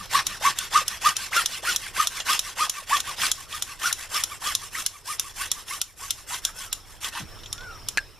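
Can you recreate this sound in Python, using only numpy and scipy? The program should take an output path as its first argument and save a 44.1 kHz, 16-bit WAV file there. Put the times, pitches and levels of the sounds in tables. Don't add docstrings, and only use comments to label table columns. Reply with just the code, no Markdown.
import sys
import numpy as np
from scipy import signal
from scipy.fft import rfft, irfft, next_fast_len
from scipy.io import wavfile
from scipy.ndimage import uniform_filter1d, map_coordinates

SR = 44100
rng = np.random.default_rng(int(sys.argv[2]) if len(sys.argv) > 2 else 0)


def persist_wave(psi):
    counts = np.round(np.clip(psi, -1, 1) * 32767).astype(np.int16)
    wavfile.write(sys.argv[1], SR, np.atleast_2d(counts).T)


N = 361179
T = np.arange(N) / SR

# (frequency [Hz], relative level [dB], time to fall 60 dB [s])
BLADE_MODES = [(1383, -4, 0.028), (3090, -9.5, 0.14), (3416, 5, 0.036), (5150, -30, .1), (5780, -24, 0.062),
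               (6170, -7, .1), (7100, -5, 0.13), (10500, -14, .05), (9986, -17, .05)]
# (frequency [Hz], likeness [0-1])
LIKENESS = [(100, 0.63), (600, 0.58), (1200, 0.98), (2800, 1), (4000, 0.92), (5600, 0.71), (7500, 0.22),
            (10000, 0.53), (13000, 0.12)]


def amp(db):
    return 10 ** (np.asarray(db) / 20)


def unit(x):
    return x / np.sqrt(np.mean(x ** 2) + 1e-20)


def along(points, hz):
    point_hz, values = np.transpose(points)
    return np.interp(np.log(hz + 1), np.log(point_hz + 1), values)


def wobble(rate):
    knots = rng.standard_normal(int(N * rate / SR) + 4)
    return map_coordinates(knots, [T * rate])


def swell(t, s, width):
    return np.exp(-.5 * ((t - s) / width) ** 2)


def envelope(start, attack, hold, release):
    corners = start + np.cumsum([0, attack, hold, release])
    return np.interp(T, corners, [0, 1, 1, 0])


def filtered(x, response):
    m = next_fast_len(x.shape[-1] + 8192)
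    spectrum = rfft(x, m) * response(np.fft.rfftfreq(m, 1 / SR))
    return irfft(spectrum, m)[..., :x.shape[-1]]


def spread(pair, colour, alike=LIKENESS):
    def mid_side(hz):
        turn = np.arccos(np.clip(along(alike, hz), -1, 1)) / 2
        return colour(hz) * np.array([np.cos(turn), np.sin(turn)])

    mid, side = filtered(pair, mid_side)
    return unit(np.array([mid + side, mid - side]))


def noise(spectrum, alike=LIKENESS):
    return spread(rng.standard_normal((2, N)), lambda hz: amp(along(spectrum, hz)), alike)


def halves(x, split_hz=6000):
    low = filtered(x, lambda hz: 1 / (1 + (hz / split_hz) ** 10))
    return unit(low), unit(x - low)


def patchy(x, depth_db):
    z = signal.stft(x, nperseg=512)[2]
    field = rng.standard_normal(z.shape[1:])
    field = uniform_filter1d(field, size=3, axis=0)
    field = uniform_filter1d(field, size=5, axis=1)
    return signal.istft(z * amp(depth_db * unit(field)), nperseg=512)[1][:, :N]


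def ring(modes, t, scatter_db=2):
    total = 0
    for hz, db, t60 in modes:
        strength_db = db + scatter_db * rng.normal()
        total = total + amp(strength_db - 60 * t / t60) * np.sin(2 * np.pi * hz * t)
    return total


def stroke(start, end, top_hz, rasp_db, sing_db, bite):
    # (time [s], hiss relative to rasp [dB])
    treble = [(0, -0.5), (1.9, 2.5), (2.899, 1.5), (4.8, 5), (6.6, 5), (6.91, 3), (7.05, 6), (7.18, -3.5)]
    speed_ease = 1.4
    firm_db, hiss_per_db = -24, 0.27
    rasp_peak, rasp_width, sing_peak, sing_width, hiss_db = bite
    k = slice(max(int(start * SR), 0), int(end * SR))
    done = np.clip((T[k] - start) / (end - start), 0, 1)
    speed = np.abs(np.sin(np.pi * done)) ** speed_ease
    deepening_db = np.interp((start + end) / 2, *np.transpose(treble))
    hiss = amp(hiss_db + deepening_db + hiss_per_db * (firm_db - rasp_db))
    scrape = amp(rasp_db) * np.sqrt(speed) * swell(done, rasp_peak, rasp_width) / np.hypot(1, hiss)
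    singing = amp(sing_db) * swell(done, sing_peak, sing_width)
    return k, np.array([top_hz * speed, scrape, scrape * hiss, singing])


def arm():
    # (middle of the push [s], its length [s],
    # top tooth rate [Hz], push rasp [dB], push singing [dB], pull rasp [dB], pull singing [dB]); levels relative
    pushes = [(0.165, 0.15, 1163, -25, -18, -42, -41), (.470, 0.15, 1150, -26, -15.5, -37.5, -43),
              (.772, 0.15, 1250, -25, -14, -35, -47), (1.072, .15, 1227, -26, -16.5, -37, -43),
              (1.381, 0.16, 1400, -24.5, -20.5, -35, -47), (1.694, 0.16, 1474, -25, -26.5, -35, -47),
              (2.008, 0.17, 1250, -27, -21.5, -37.5, -49), (2.319, 0.16, 1247, -23.5, -26, -35.5, -44),
              (2.623, 0.15, 1256, -27.5, -18.5, -37.5, -43.5), (2.943, .17, 1183, -27.5, -18, -40, -38),
              (3.241, .165, 1218, -24.5, -51, -35, -31.5), (3.551, 0.16, 1235, -34.5, -38, -41.5, -59),
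              (3.866, 0.17, 1450, -27.5, -26, -41.5, -45), (4.169, 0.17, 1238, -27.5, -28.5, -37.5, -51),
              (4.482, 0.18, 1228, -29, -29, -40, -38.5), (4.786, 0.17, 1313, -31, -40.5, -39, -45),
              (5.111, .155, 1237, -32.5, -31, -48, -49), (5.421, .17, 1165, -30, -37.5, -41.5, -42),
              (5.735, 0.17, 1190, -33, -35, -42, -45), (6.042, 0.18, 1137, -38, -41, -52, -65),
              (6.335, 0.16, 1013, -31.5, -38, -45.6, -53), (6.62, 0.19, 1120, -36.5, -49, -39.5, -57),
              (6.919, .17, 1099, -48, -70, -52.5, -57), (7.177, .145, 1094, -35, -35, -32, -39)]
    first_pull_s, pull_hz = -.07, 1185
    push_bite = (0.5, 0.29, 0.4725, 0.097, 0.57)
    pull_bite = (0.66, 0.85, 0.517, 0.103, -1.9)
    controls, turn = np.zeros((4, N)), first_pull_s
    for middle, length, top_hz, push_db, push_sing_db, pull_db, pull_sing_db in pushes:
        start, end = middle - length / 2, middle + length / 2
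        pull = stroke(turn, start, pull_hz, pull_db, pull_sing_db, pull_bite)
        push = stroke(start, end, top_hz, push_db, push_sing_db, push_bite)
        for k, values in (pull, push):
            controls[:, k] = values
        turn = end
    return controls


def saw(rasp_db=4.0, hiss_db=-2.0, tone_db=0.5, chip_db=2.0, judder_db=1.5, toothed=0.2,
        flutter_db=3.0, buzz_db=-9, radiate_hz=780):
    # (frequency [Hz], relative level [dB per Hz])
    rasp_spectrum = [(60, -18), (170, -10), (350, -10.5), (650, -9), (1000, -7), (1600, -3.5), (3000, 3),
                     (4600, -1.5), (6000, -4), (8300, -4), (10500, -4), (13000, -8), (14200, -11.5),
                     (14600, -53), (15600, -48)]
    # (frequency [Hz], width [Hz], level [dB])
    resonances = [(1087, 110, 9.5), (1515, 117, 9.5), (1837, 73, 9.5), (2037, 46, 4), (2670, 110, 1.5),
                  (3350, 93, 3.5), (5450, 590, 5.5), (6280, 130, 6), (7360, 180, 5.5), (9400, 510, -4)]
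    # (order, level re singing [dB], level re rasp [dB])
    overtones = [(1.5, -19.5, -9.5), (2, -15.5, -6.5), (2.5, -24, -11), (3, -25, -10), (4, -37, -13),
                 (5, -40, -19)]
    ragged_rad, breaking_rad, breaking_s, cut_through_s = 0.23, 1.2, 0.79, 7.3
    shudder_db, shudder_fade_db_per_s = -46, 8

    tooth_hz, scrape, hiss, sing = arm()
    ragged = ragged_rad + breaking_rad * np.exp(np.minimum(T - cut_through_s, 0) / breaking_s)
    phase = 2 * np.pi * np.cumsum(tooth_hz) / SR + ragged * wobble(350)

    def rasp_colour(hz):
        body_power = sum(amp(db) ** 2 / (1 + (2 * (hz - c) / w) ** 2) for c, w, db in resonances)
        return amp(along(rasp_spectrum, hz)) * np.sqrt(1 + body_power)

    tearing = (1 + toothed * np.cos(phase)) * amp(chip_db * wobble(2500) + judder_db * wobble(150))
    grit = patchy(tearing * rng.standard_normal((2, N)), depth_db=3.5)
    dull, bright = halves(spread(grit, rasp_colour))
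    chips = amp(rasp_db) * scrape * dull + amp(hiss_db) * hiss * bright

    scraps = amp(buzz_db) * scrape * unit(amp(8.2 * wobble(110)))
    note = np.hypot(amp(tone_db) * sing, scraps) * np.sin(phase)
    for order, sing_db, scrape_db in overtones:
        strength = np.hypot(amp(sing_db) * sing, amp(scrape_db) * scrape)
        strength = strength * unit(amp(6.6 * wobble(45)))
        note = note + strength * np.sin(round(2 * order) / 2 * phase + .3 * wobble(120))
    note = np.sqrt(2) * note * amp(flutter_db * wobble(220))
    note = filtered(note, lambda hz: hz ** 2 / np.hypot(hz ** 2, radiate_hz ** 2))

    rocking = np.sin(phase / 6 + 1.0 * wobble(70))
    shudder = amp(shudder_db - shudder_fade_db_per_s * T) * tooth_hz / tooth_hz.max() * rocking
    return chips + note + shudder


def wall(x, t60=0.16, wet_db=-15):
    t = T[:SR // 4]
    tail = spread(rng.standard_normal((2, len(t))), lambda hz: 1 / np.hypot(1, hz / 9000))
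    tail = tail * amp(-60 * t / t60) * (t > .004)
    return amp(wet_db) * signal.fftconvolve(x, tail / np.linalg.norm(tail[0]), axes=1)[:, :N]


def insects(level_db, pitch_hz=5400):
    flutter = 2 * np.pi * np.cumsum(27 + 6 * wobble(9)) / SR
    hz = pitch_hz + 100 * np.sin(flutter) + 70 * wobble(12) + 170 * wobble(900)
    left_right_rad = .6 * np.array([wobble(500), wobble(500)])
    trill = np.sin(2 * np.pi * np.cumsum(hz) / SR + left_right_rad)
    return amp(level_db) * unit(trill * amp(1.5 * wobble(27) + 2.8 * np.cos(flutter)))


def garden(hum_hz=99, hum_db=-64, hum_swell_db=10):
    # (frequency [Hz], relative level [dB per Hz])
    rumble_spectrum = [(15, -10), (23, 2.5), (30, 6.5), (42, -2), (70, -1.5), (100, -2.5), (140, -8.5),
                       (220, -16), (400, -15.5), (700, -30.5)]
    # (frequency [Hz], relative level [dB per Hz])
    air_spectrum = [(150, -27), (300, -3.5), (450, 1), (1100, 2), (2200, -4.5), (3600, -4.5), (5000, -12),
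                    (10000, -16), (14000, -30), (14600, -42), (15500, -60)]
    # (time [s], level change [dB])
    lulls = [(2.8, -5.5), (4.97, -5), (5.9, -7.5)]
    lull_width_s = 0.066
    opening_share, opening_s = .7, 0.72
    rise = envelope(start=7.184, attack=0.11, hold=0.7, release=0.15)
    raised = rise + opening_share * np.exp(-T / opening_s)
    lull_db = sum(db * swell(T, s, lull_width_s) for s, db in lulls)

    def level(steady_db, swell_db):
        return steady_db + swell_db * raised + lull_db

    rumble = amp(level(-51, 5) + 0.93 * wobble(4.2))
    rumble = rumble * noise(rumble_spectrum, [(30, 0.49), (80, 0.39)])
    air = amp(level(-55.5, 4.5) + wobble(7.5)) * patchy(noise(air_spectrum), depth_db=4.0)
    hum_strength = amp(hum_db + hum_swell_db * rise + 0.79 * wobble(2.45))
    hum = hum_strength * np.sin(2 * np.pi * hum_hz * T + wobble(13))
    return rumble + air + insects(level(-59, 7.5)) + hum


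def clacks(hiss_db=3, burst_db=7, burst_t60=.024, tail_db=-20, tail_t60=0.27, ring_db=-14,
           attack=0.0001, drag_db=-17, drag_width=0.0076):
    # (time [s], relative level [dB])
    blade_clacks = [(0.2673, -20.5), (0.587, -22), (0.8801, -21.5), (1.167, -22.5), (1.4591, -19.5),
                    (1.7614, -20.5), (2.0716, -19.5), (2.3924, -20), (2.6962, -20.5), (3.003, -24.5),
                    (3.3157, -18), (3.623, -21.5), (3.927, -20), (4.2374, -21.5), (4.551, -20),
                    (4.8629, -20), (5.1961, -21), (5.5156, -20), (5.8154, -21), (6.1065, -19.5),
                    (6.4504, -19.5), (6.7279, -21), (7.528, -28), (7.8863, -24.5)]
    # (frequency [Hz], relative level [dB per Hz])
    chatter_spectrum = [(100, -30), (700, -23.5), (1300, -12.5), (1800, -20.5), (2600, -10), (3700, 0),
                        (4600, -10), (5500, 1), (6300, -3), (7500, -5), (8500, -13), (10300, -6),
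                        (12500, -14.5), (14000, -15), (16000, -49)]
    dull, bright = halves(noise(chatter_spectrum))
    out = np.zeros((2, N))
    for s, db in blade_clacks:
        first = round(s * SR)
        k = slice(first, first + SR // 4)
        t = T[k] - T[k][0]
        chatter = (dull[:, k] + amp(hiss_db) * bright[:, k]) / np.hypot(1, amp(hiss_db))
        fade = np.hypot(amp(burst_db - 60 * t / burst_t60), amp(tail_db - 60 * t / tail_t60))
        steel = ring(BLADE_MODES, t) + .5 * np.array([ring(BLADE_MODES, t), -ring(BLADE_MODES, t)])
        out[:, k] += amp(db) * (chatter * fade + amp(ring_db) * steel) * (1 - np.exp(-t / attack))
        lead = slice(first - SR // 40, first)
        out[:, lead] += amp(db + drag_db) * dull[:, lead] * swell(T[lead], s, drag_width)
    return out


def ticks(t60=0.042, attack=0.0007, ring_db=-12):
    # (time [s], relative level [dB])
    catches = [(2.2005, -18.5), (2.967, -19), (3.216, -20), (3.526, -29), (4.152, -27), (5.683, -32),
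               (6.343, -24), (7.0443, -20.5), (7.204, -44), (7.389, -41), (7.434, -36), (7.459, -33.5),
               (7.578, -34), (7.607, -41), (7.632, -44)]
    chatter = noise([(400, -12), (900, -3.5), (1600, -7.0), (2600, -2), (3300, 10.5),
                     (4400, -4), (6000, -0.5), (14000, -32), (15000, -50)])
    chatter = patchy(chatter, depth_db=1.5)
    out = np.zeros((2, N))
    for s, db in catches:
        first = round(s * SR)
        k = slice(first, first + SR // 8)
        t = T[k] - T[k][0]
        tick = amp(-60 * t / t60) * chatter[:, k] + amp(ring_db) * ring(BLADE_MODES, t)
        out[:, k] += amp(db) * (1 - np.exp(-t / attack)) * tick
    return out


def whistles(fifth_db=-24):
    # (time of the top [s], top pitch [Hz], relative level [dB])
    slides = [(6.59, 1540, -49.5), (7.635, 1535, -42.5)]
    rise_hz_per_s, fall_hz_per_s = 2600, 2200
    lag_s, width_s = .035, 0.072
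    out = np.zeros(N)
    for s, top_hz, db in slides:
        sag_hz = np.maximum(rise_hz_per_s * (s - T), fall_hz_per_s * (T - s))
        waver, flutter_db = .7 * wobble(170), 2.4 * wobble(90)
        phase = 2 * np.pi * np.cumsum(np.maximum(top_hz - sag_hz, 0)) / SR + waver
        fifth = np.sin(3 * phase / 2 + wobble(250))
        strength = amp(db + flutter_db) * swell(T, s + lag_s, width_s)
        out += strength * (np.sin(phase) + amp(fifth_db) * fifth)
    return np.sqrt(2) * out


def offcut(crack_t60=0.021, rustle_db=1, ring_attack=0.00062):
    # (time [s], crack level [dB], ring level [dB]); levels relative
    knocks = [(7.9738, -12.5, -23), (7.9808, -23, -6.8), (7.9885, -28, -40)]
    # (frequency [Hz], relative level [dB], time to fall 60 dB [s])
    piece_modes = [(1593, -22, .11), (1690, 0, .025), (2751, -25, .05), (4576, -30, .05)]
    # (frequency [Hz], relative level [dB per Hz])
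    crack_spectrum = [(200, -33), (900, -14), (2000, 10), (2600, 7.5), (3300, -8), (4100, 5), (4800, -9),
                      (5700, 0), (9000, -7), (14000, -26), (16000, -32)]
    thump_s, thump_db = 7.197, -42.5
    start_hz, end_hz, sink_hz_per_s = 235, 80, 2900
    hz = np.clip(start_hz - sink_hz_per_s * (T - thump_s), end_hz, start_hz)
    strength = amp(thump_db) * envelope(thump_s, attack=.01, hold=0.038, release=.025)
    thump = strength * np.sqrt(2) * np.sin(2 * np.pi * np.cumsum(hz) / SR + 0.27 * wobble(90))
    rustle = noise([(40, -15), (90, 7), (220, 3), (500, -14), (1500, -40)])
    out = thump + strength * amp(rustle_db) * rustle
    crack = noise(crack_spectrum)
    for s, crack_db, ring_db in knocks:
        first = round(s * SR)
        k = slice(first, first + SR // 6)
        t = T[k] - T[k][0]
        hollow = ring(piece_modes, t, scatter_db=.3) * (1 - np.exp(-t / ring_attack))
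        out[:, k] += amp(crack_db - 60 * t / crack_t60) * crack[:, k] + amp(ring_db) * hollow
    return out


def scene():
    work = saw() + clacks() + ticks()
    piece = offcut()
    piece_to_wall_db = -15
    answer = wall(work + amp(piece_to_wall_db) * piece)
    return work + answer + garden() + whistles() + piece


def record(dry):
    # (frequency [Hz], level difference [dB])
    tilt = [(25, -6), (80, 0), (700, -0.9), (1300, 0.5), (3000, -0.6), (5500, -0.7), (10000, -0.5),
            (13000, 0.5)]
    top_hz = 14600

    def microphones(hz):
        return amp(np.outer([.5, -.5], along(tilt, hz))) * (hz < top_hz)

    return filtered(dry, microphones)


dry = scene()
out = record(dry)
persist_wave(out)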